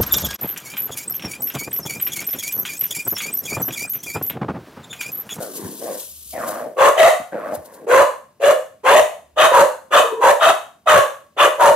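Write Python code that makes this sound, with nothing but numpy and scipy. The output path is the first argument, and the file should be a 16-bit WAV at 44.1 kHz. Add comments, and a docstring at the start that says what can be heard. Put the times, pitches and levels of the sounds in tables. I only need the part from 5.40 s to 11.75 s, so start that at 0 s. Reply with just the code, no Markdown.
"""Two dogs facing a goat

On open ground near a phone, two dogs growl, paws and hooves scuffle in the grass, and hoarse barks
follow, with one whine. Growls and barks are source and filter: uneven vocal-fold pulses and breath
excite resonances of the vocal tract. Bushes and walls throw the calls back. The phone limits the
peaks and hears little else but dull thuds, a low drone that comes and goes, and faint steady noise."""
import sys
import numpy as np
from scipy import signal
from scipy.fft import rfft, irfft
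from scipy.io import wavfile
from scipy.ndimage import uniform_filter1d, minimum_filter1d

SR = 44100
rng = np.random.default_rng(int(sys.argv[2]) if len(sys.argv) > 2 else 0)


def digitize_waveform(pressure):
    """Quantize a signal to 16-bit integers and store it at the path in sys.argv[1].

    Rows of a 2-D input are taken as channels; values are limited to [-1, 1].
    """
    field = np.atleast_2d(pressure).T
    bounded = np.clip(field, -1, 1)
    quanta = np.round(bounded * 32767).astype(np.int16)
    wavfile.write(sys.argv[1], SR, quanta)


N = 280035


def bark(rows, rough):
    """Source and filter: the folds drive throat, mouth, tongue and head resonances; the jaws hiss."""
    # head resonances at a pitch of 600 Hz: (frequency [Hz], width [Hz], gain [dB])
    head_modes = [(2447, 110, 11.5), (2968, 550, 17.5), (3584, 250, 13)]
    # turbulent air in the jaws: (frequency [Hz], spectral level [dB])
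    hiss_spectrum = [(2350, -37), (4000, 6.5), (4910, -3), (5310, -4), (5630, 0), (6480, 6), (8230, 2),
                     (12200, -0.5), (15600, -14)]
    s, effort_db, hz, mouth_hz, mouth_db, tongue_hz, tongue_db, bite_db = curves(rows)
    drive, puffs = vocal_folds(hz, rough, jitter=.05, shimmer_db=5.0)
    beat = np.cumsum(120 * (1 + 0.17 * wobble(len(hz), size=500))) / SR
    flutter = np.clip(.4 - 0.036 * (effort_db + 11), 0, 1)  # slack tissue flutters more at low effort
    drive = drive * (1 + flutter * np.cos(2 * np.pi * beat))  # sidebands around each partial
    # a second vibration locks to the mouth resonance
    second, _ = vocal_folds(mouth_hz, rough + 0.21, jitter=.04, shimmer_db=4.0)
    raspy = drive + .5 * puffs  # turbulence grows towards the teeth
    lift = (hz / 600) ** 0.47  # a raised larynx shortens the tract
    head = evened(sum((-1) ** k * gain_of(db) * resonate(raspy, mode_hz * lift, width)
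                      for k, (mode_hz, width, db) in enumerate(head_modes)))
    throat = resonate(drive, hz, width=330)
    mouth = resonate(second + 0.36 * drive, mouth_hz, width=560)
    tongue = resonate(drive + 0.26 * puffs, tongue_hz, width=730)
    mouth_gain = gain_of(np.minimum(mouth_db, -.3))
    voice = np.sqrt(1 - mouth_gain ** 2) * throat - mouth_gain * mouth
    voice += gain_of(tongue_db - 4.0) * tongue + gain_of(bite_db - 5.0) * head
    voice += gain_of(-15.5 + 0.33 * effort_db + 0.16 * bite_db) * coloured(puffs, hiss_spectrum)
    return s, gain_of(effort_db - 1.5) * high_pass(voice, hz=376)


def articulation(s, length, db, first_hz, last_hz, open_s, mouth_hz, open_db, shut_db,
                 tongue_hz, tongue_db, bite_db):
    """Articulation of a bark: effort swells, pitch glides, and open jaws free the upper resonances."""
    attack_s, release_s = .022, .03
    release_at, end = length - release_s / 2, length + release_s / 2
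    t = np.arange(0, end, 1 / 1000)
    held = np.clip(t / release_at, 0, 1)
    stages = [0, attack_s, attack_s + 1.02 * open_s, release_at, end]
    effort_db = db + np.interp(t, stages, [-31.5, -13.5, -4, 0, -18])
    jaws_db = np.interp(t, [0, open_s, release_at, end], [-17, 0, 0, -24])
    glide_hz = first_hz + (last_hz - first_hz) * held ** .7
    sag = np.interp(t, [release_at, end], [1, .97])
    mouth_db = np.interp(t, [open_s, release_at], [open_db, shut_db])
    tiring = held - .5  # the mouth resonance and the bite sink as the jaws tire
    return np.transpose([s + t, effort_db, glide_hz * sag,
                         mouth_hz * (1 - .06 * tiring), mouth_db + jaws_db,
                         np.full(len(t), tongue_hz), tongue_db + jaws_db,
                         bite_db + jaws_db - 6 * tiring])


def vocal_folds(hz, rough, jitter, shimmer_db):
    """Glottal source: uneven pulses mixed with a puff of noise each cycle; also the puffs alone."""
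    cycles = np.cumsum(hz * (1 + jitter * wobble(len(hz), size=60))) / SR
    pulses = np.diff(np.floor(cycles), prepend=0) * gain_of(shimmer_db * wobble(len(hz), size=150))
    puffs = evened((0.22 + np.exp(-(cycles % 1) / .5)) * rng.standard_normal(len(hz)))
    return (1 - rough) * evened(pulses) + rough * puffs, puffs


def growl(rows):
    """Aperiodic voicing: slow ragged pulses and much breath excite the formants of a half-shut mouth."""
    s, effort_db, throat_hz, mouth_hz, mouth_db = curves(rows)
    drive, _ = vocal_folds(np.full(len(effort_db), 100.), rough=.55, jitter=.3, shimmer_db=1.5)
    throat = resonate(drive, throat_hz, width=240) + gain_of(-13.0) * resonate(drive, 365, width=220)
    mouth = resonate(drive, mouth_hz, width=330) + gain_of(-4.5) * resonate(drive, 1450, width=650)
    return s, gain_of(effort_db) * high_pass(throat + gain_of(mouth_db) * mouth, hz=157)


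def whine():
    """Nearly periodic voicing: two clear tones about an octave apart waver together."""
    # the lower tone: (time [s], pitch [Hz], level [dB])
    contour = [(4.64, 464, -18), (4.7, 466, -35.5), (4.735, 434, -20), (4.76, 458, -32.5), (4.81, 443, -22)]
    s, hz, db = curves(contour)
    upper_hz, upper_db = 967, -35
    waver = 2 * np.pi * (1 + 0.045 * wobble(len(hz), size=150)) / SR
    lower = gain_of(db) * np.sin(np.cumsum(hz * waver))
    upper = gain_of(upper_db) * np.sin(np.cumsum(upper_hz * waver))
    return s, np.sqrt(2) * (lower + upper)


def scuffle():
    """Friction noise: blades of grass swish and clumps of grit snap, swelling at each scrape."""
    # scrapes of paws and hooves: (time [s], peak level [dB])
    scrapes = [(.03, -32), (.165, -30.5), (.27, -56), (.36, -71), (.44, -54), (.6, -33.5), (.91, -37.5),
               (1.09, -30.5), (2.15, -35), (2.258, -47), (2.345, -46.5)]
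    # continuous rustle under them: (time [s], level [dB])
    rustle = [(0, -41.5), (.55, -36), (.8, -41.5), (1.17, -40.5), (1.34, -60.5), (1.9, -62), (2.06, -52),
              (2.2, -57), (2.46, -60)]
    # rubbed grass: (frequency [Hz], spectral level [dB])
    grass_spectrum = [(710, -55.5), (1200, -19), (1340, -25), (1820, -32), (2990, -11), (5620, -8),
                      (7190, -6), (11600, -2.5), (15600, -9)]
    rise_s, fall_s = 0.011, 0.014
    s, db = curves(rustle)
    count = len(db)
    t = s + np.arange(count) / SR
    level = gain_of(db) + sum(gain_of(peak_db) * np.exp(np.minimum((t - at) / rise_s, (at - t) / fall_s))
                              for at, peak_db in scrapes)
    swish = rng.standard_normal(count) * gain_of(1.5 * wobble(count, size=300))
    grit = rng.standard_normal(count)
    grit *= rng.random(count) < 1500 / SR * gain_of(5.0 * wobble(count, size=400))  # sparse, in clumps
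    return s, level * coloured(swish + 0.48 * evened(grit), grass_spectrum)


def thud(s, db, hz):
    """Heavy damping: a paw or a puff of breath gives a low burst of noise that does not ring."""
    t = np.arange(3500) / SR
    envelope = t / 0.036 * np.exp(1 - t / 0.012)
    return s, gain_of(db) * envelope * resonate(rng.standard_normal(len(t)), hz, width=140)


def echoes(x):
    """Reverberation: sparse reflections from bushes and walls, each band decaying at its own rate."""
    # decay by 60 dB: (frequency [Hz], reverberation time [s])
    decay_times = [(300, 0.29), (600, 0.38), (1500, 0.36), (4000, 0.38), (10000, 0.42)]
    taps = np.zeros((3, 2, SR))  # three sets of paths to two ports
    delays = np.arange(400, SR - 20, 20) + rng.integers(0, 20, (3, 2, (SR - 401) // 20))
    np.put_along_axis(taps, delays, rng.choice([-1., 1.], delays.shape), 2)
    taps[:, 1] += .5 * taps[:, 0]
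    hz, t, spectra = signal.stft(taps, SR, nperseg=256)
    decay = gain_of(-60 * t / at_frequency(decay_times, hz)[:, None])
    tails = signal.istft(spectra * decay, SR, nperseg=256)[1]
    tails /= np.linalg.norm(tails[0, 0])
    # moving head, leaves and air feed the three sets in turn
    swing = np.cumsum(25 + 15 * wobble(N, size=900)) / SR
    facing = np.cos(2 * np.pi * (swing + np.arange(3)[:, None] / 3)) * np.sqrt(2 / 3)
    return signal.fftconvolve((x * facing)[:, None], tails, axes=2).sum(0)[:, :N]


def drone(s, length, db):
    """Narrow-band noise, heard as a low wavering hum that swells and fades."""
    swell = np.sin(np.pi * np.arange(0, length, 1 / SR) / length)
    return s, gain_of(db) * swell * resonate(rng.standard_normal(len(swell)), hz=71.6, width=10)


def background():
    """Stationary noise, faint and strongest in the bass."""
    # noise floor: (frequency [Hz], spectral level [dB])
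    floor_spectrum = [(18, -48.5), (30, -42.5), (71, -7.5), (237, -8.5), (342, -13), (1300, -27),
                      (4920, -30.5), (15600, -34.5)]
    return gain_of(-62.5) * coloured(rng.standard_normal(N), floor_spectrum)


def ports(x):
    """Scattering: the two microphone ports agree in the bass; above it the phone scrambles the phase."""
    # likeness of the ports: (frequency [Hz], coherent gain [ratio])
    likeness = [(60, 0.96), (500, 0.95), (3000, 0.62), (5000, 0.87), (12000, 0.23)]
    hz, _, spectra = signal.stft(x, SR, nperseg=512, noverlap=384)
    coherent = at_frequency(likeness, hz)[:, None]
    phase = 2 * np.pi * 2.5 * uniform_filter1d(rng.standard_normal(spectra.shape), size=4, axis=1)
    scattered = 2.41 * np.sqrt(1 - coherent ** 2) * np.exp(1j * phase)
    right = signal.istft(spectra * (coherent + scattered), SR, nperseg=512, noverlap=384)[1][:N]
    return np.array([np.roll(x, 2), right])  # the right port is a little nearer


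def resonate(x, hz, width):
    """Moving resonance by heterodyning: shift hz to zero, smooth twice, shift back; rms 1."""
    carrier = np.exp(2j * np.pi * np.cumsum(hz * np.ones(len(x))) / SR)
    pole = np.exp(-np.pi * width / SR)
    return evened((carrier * signal.lfilter([1], [1, -2 * pole, pole * pole], x / carrier)).real)


def coloured(x, points):
    """Spectral shaping to rms 1."""
    gain = gain_of(at_frequency(points, np.fft.rfftfreq(len(x), 1 / SR)))
    return evened(irfft(rfft(x) * gain, len(x)))


def high_pass(x, hz):
    """Bass cut of 24 dB per octave."""
    return signal.sosfilt(signal.butter(4, hz, "high", fs=SR, output="sos"), x)


def wobble(count, size):
    """Random fluctuation of rms 1, smoothed over size samples."""
    return evened(uniform_filter1d(uniform_filter1d(rng.standard_normal(count), size), size))


def gain_of(db):
    """Amplitude ratio of a level."""
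    return 10 ** (np.asarray(db) / 20)


def evened(x):
    """Normalisation to rms 1."""
    return x / np.sqrt(np.mean(x ** 2) + 1e-20)


def at_frequency(points, hz):
    """Interpolation on a logarithmic frequency axis."""
    point_hz, value = np.transpose(points)
    return np.interp(np.log(hz + 1), np.log(point_hz + 1), value)


def curves(rows):
    """Start time, then each further column interpolated at the sample rate."""
    s, *columns = np.transpose(rows)
    t = np.arange(s[0], s[-1], 1 / SR)
    return [s[0]] + [np.interp(t, s, column) for column in columns]


def add(mix, s, sound):
    """Superposition of a sound at time s, its ends tapered."""
    part = mix[round(s * SR):][:len(sound)]
    part += sound[:len(part)] * signal.windows.tukey(len(sound), min(1, 500 / len(sound)))[:len(part)]


def scene():
    """Direct and reflected sound: all sources reach the ports; only barks and growls echo."""
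    # barks: (time [s], length to mid-release [s], effort [dB], first pitch [Hz], last pitch [Hz],
    # jaw opening [s], mouth resonance [Hz], mouth level once open [dB], mouth level at release [dB],
    # tongue resonance [Hz], tongue level [dB], bite or strength of the head resonances [dB])
    barks = [(1.361, 0.14, -3, 512.8, 569.8, 0.036, 1073, -1.5, -3, 1830, -10.5, -13),
             (1.558, 0.13, 1, 621.6, 667.6, 0.025, 1190, -24, -7.5, 1900, -5.5, -12),
             (2.463, 0.17, -3, 439.1, 562.7, 0.046, 1050, -8, -3.5, 1495, -5, -16),
             (2.996, 0.13, -4, 529.7, 575.2, 0.038, 1216, -19, -10.5, 1570, -8, -13.5),
             (3.431, 0.18, -2, 453, 635, 0.039, 1009, 1.5, -14.5, 1830, -7.5, -10),
             (3.96, 0.11, -1, 591, 648, 0.025, 1186, -5, -1.5, 1650, -4.5, -4.5),
             (4.104, 0.13, -1, 527.5, 572.4, 0.027, 966, -1, -4, 1510, -7, -16.5),
             (4.505, 0.1, 0, 538.3, 626.3, 0.026, 1199, -0.4, -3, 1590, -6, -5.5),
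             (4.795, .13, -2.5, 489.4, 567.2, .03, 957, -1.4, -2, 1700, -10.5, -16),
             (4.99, 0.13, -4.5, 653, 653.3, 0.017, 1207, 0, -6.5, 1697, -10, -6.5),
             (5.457, .13, 0.5, 648.5, 579.5, 0.02, 1148, -1.2, -4, 1680, -6.5, -9),
             (5.964, 0.11, -4, 580, 583, 0.02, 1176, 0.8, -4.5, 1715, -6, -4),
             (6.178, 0.13, -0.5, 575, 576, 0.025, 943, -1, -3.5, 1510, -8, -17.5)]
    # thuds of paws and low puffs of the hardest barks: (time [s], level [dB], frequency [Hz])
    thuds = [(0.231, -24, 160), (1.789, -33, 218), (2.167, -31, 82.7), (2.566, -37, 85), (2.745, -54, 72),
             (3.579, -26.5, 85), (4.201, -23, 184), (5.54, -10.5, 110.4), (6.277, -22, 158)]
    # one table a growl:
    # (time [s], effort [dB], throat resonance [Hz], mouth resonance [Hz], mouth level [dB])
    growls = [
        [(0.0, -27.5, 580, 1360, -17), (0.066, -35.5, 570, 1380, -14.5), (0.118, -43, 338, 1150, -12),
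         (0.258, -34.5, 300, 990, -7.5), (0.39, -46, 302, 1020, -12.5), (0.425, -30, 560, 960, -16),
         (0.51, -27.5, 560, 962, -13), (0.64, -56, 417, 1000, 2)],
        [(0.92, -57, 641, 2150, -10), (0.94, -31, 610, 2150, -14), (1.03, -27.5, 637, 1140, -5.5),
         (1.2, -32, 597, 1170, -5.5), (1.268, -29, 585, 1200, -22), (1.36, -50, 510, 1030, -14)],
        [(1.92, -33, 561, 1610, -7), (1.942, -24, 546, 1560, -22), (2.016, -34.5, 570, 1130, -2.5),
         (2.14, -26, 620, 1300, -15), (2.21, -47.5, 600, 1040, -9.5), (2.37, -46, 510, 1006, -1.5),
         (2.46, -37.5, 440, 1040, -24)],
    ]
    # swells of the drone: (time [s], length [s], level [dB])
    drones = [(0.562, 0.69, -55), (3.745, .5, -59)]
    dogs, near = np.zeros((2, N))
    for row in barks:
        add(dogs, *bark(articulation(*row), rough=.53 + .012 * row[-1]))  # noisier with more bite
    for row in thuds:
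        add(near, *thud(*row))
    for rows in growls:
        add(dogs, *growl(rows))
    for row in drones:
        add(near, *drone(*row))
    add(near, *scuffle())
    add(near, *whine())
    near += background()
    return ports(dogs + near) + gain_of(-8.0) * echoes(dogs)


def record(dry):
    """Peak limiting in the phone: port balance, a quick limiter, soft clipping, then band limits."""
    # imbalance of the ports: (frequency [Hz], left minus right [dB])
    imbalance = [(60, -2), (180, 1), (550, 1.5), (1650, 1.5), (4970, 2.5), (15000, 7)]
    tilt_db = at_frequency(imbalance, np.fft.rfftfreq(N, 1 / SR)) / 2
    x = irfft(rfft(dry) * gain_of([tilt_db, -tilt_db]), N)
    peak = -minimum_filter1d(-abs(x).max(0), size=120)
    excess_db = np.maximum(20 * np.log10(peak + 1e-9) + .5, 0)
    x = x / gain_of(.9 * uniform_filter1d(excess_db, size=100))
    x = np.tanh(1.2 * x) * .95
    x = signal.lfilter(*signal.butter(3, 62, "high", fs=SR), x)
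    low_pass = signal.firwin(511, 15700, window=("kaiser", 9), fs=SR)
    return signal.oaconvolve(x, low_pass[None], "same")


dry = scene()
out = record(dry)
digitize_waveform(out)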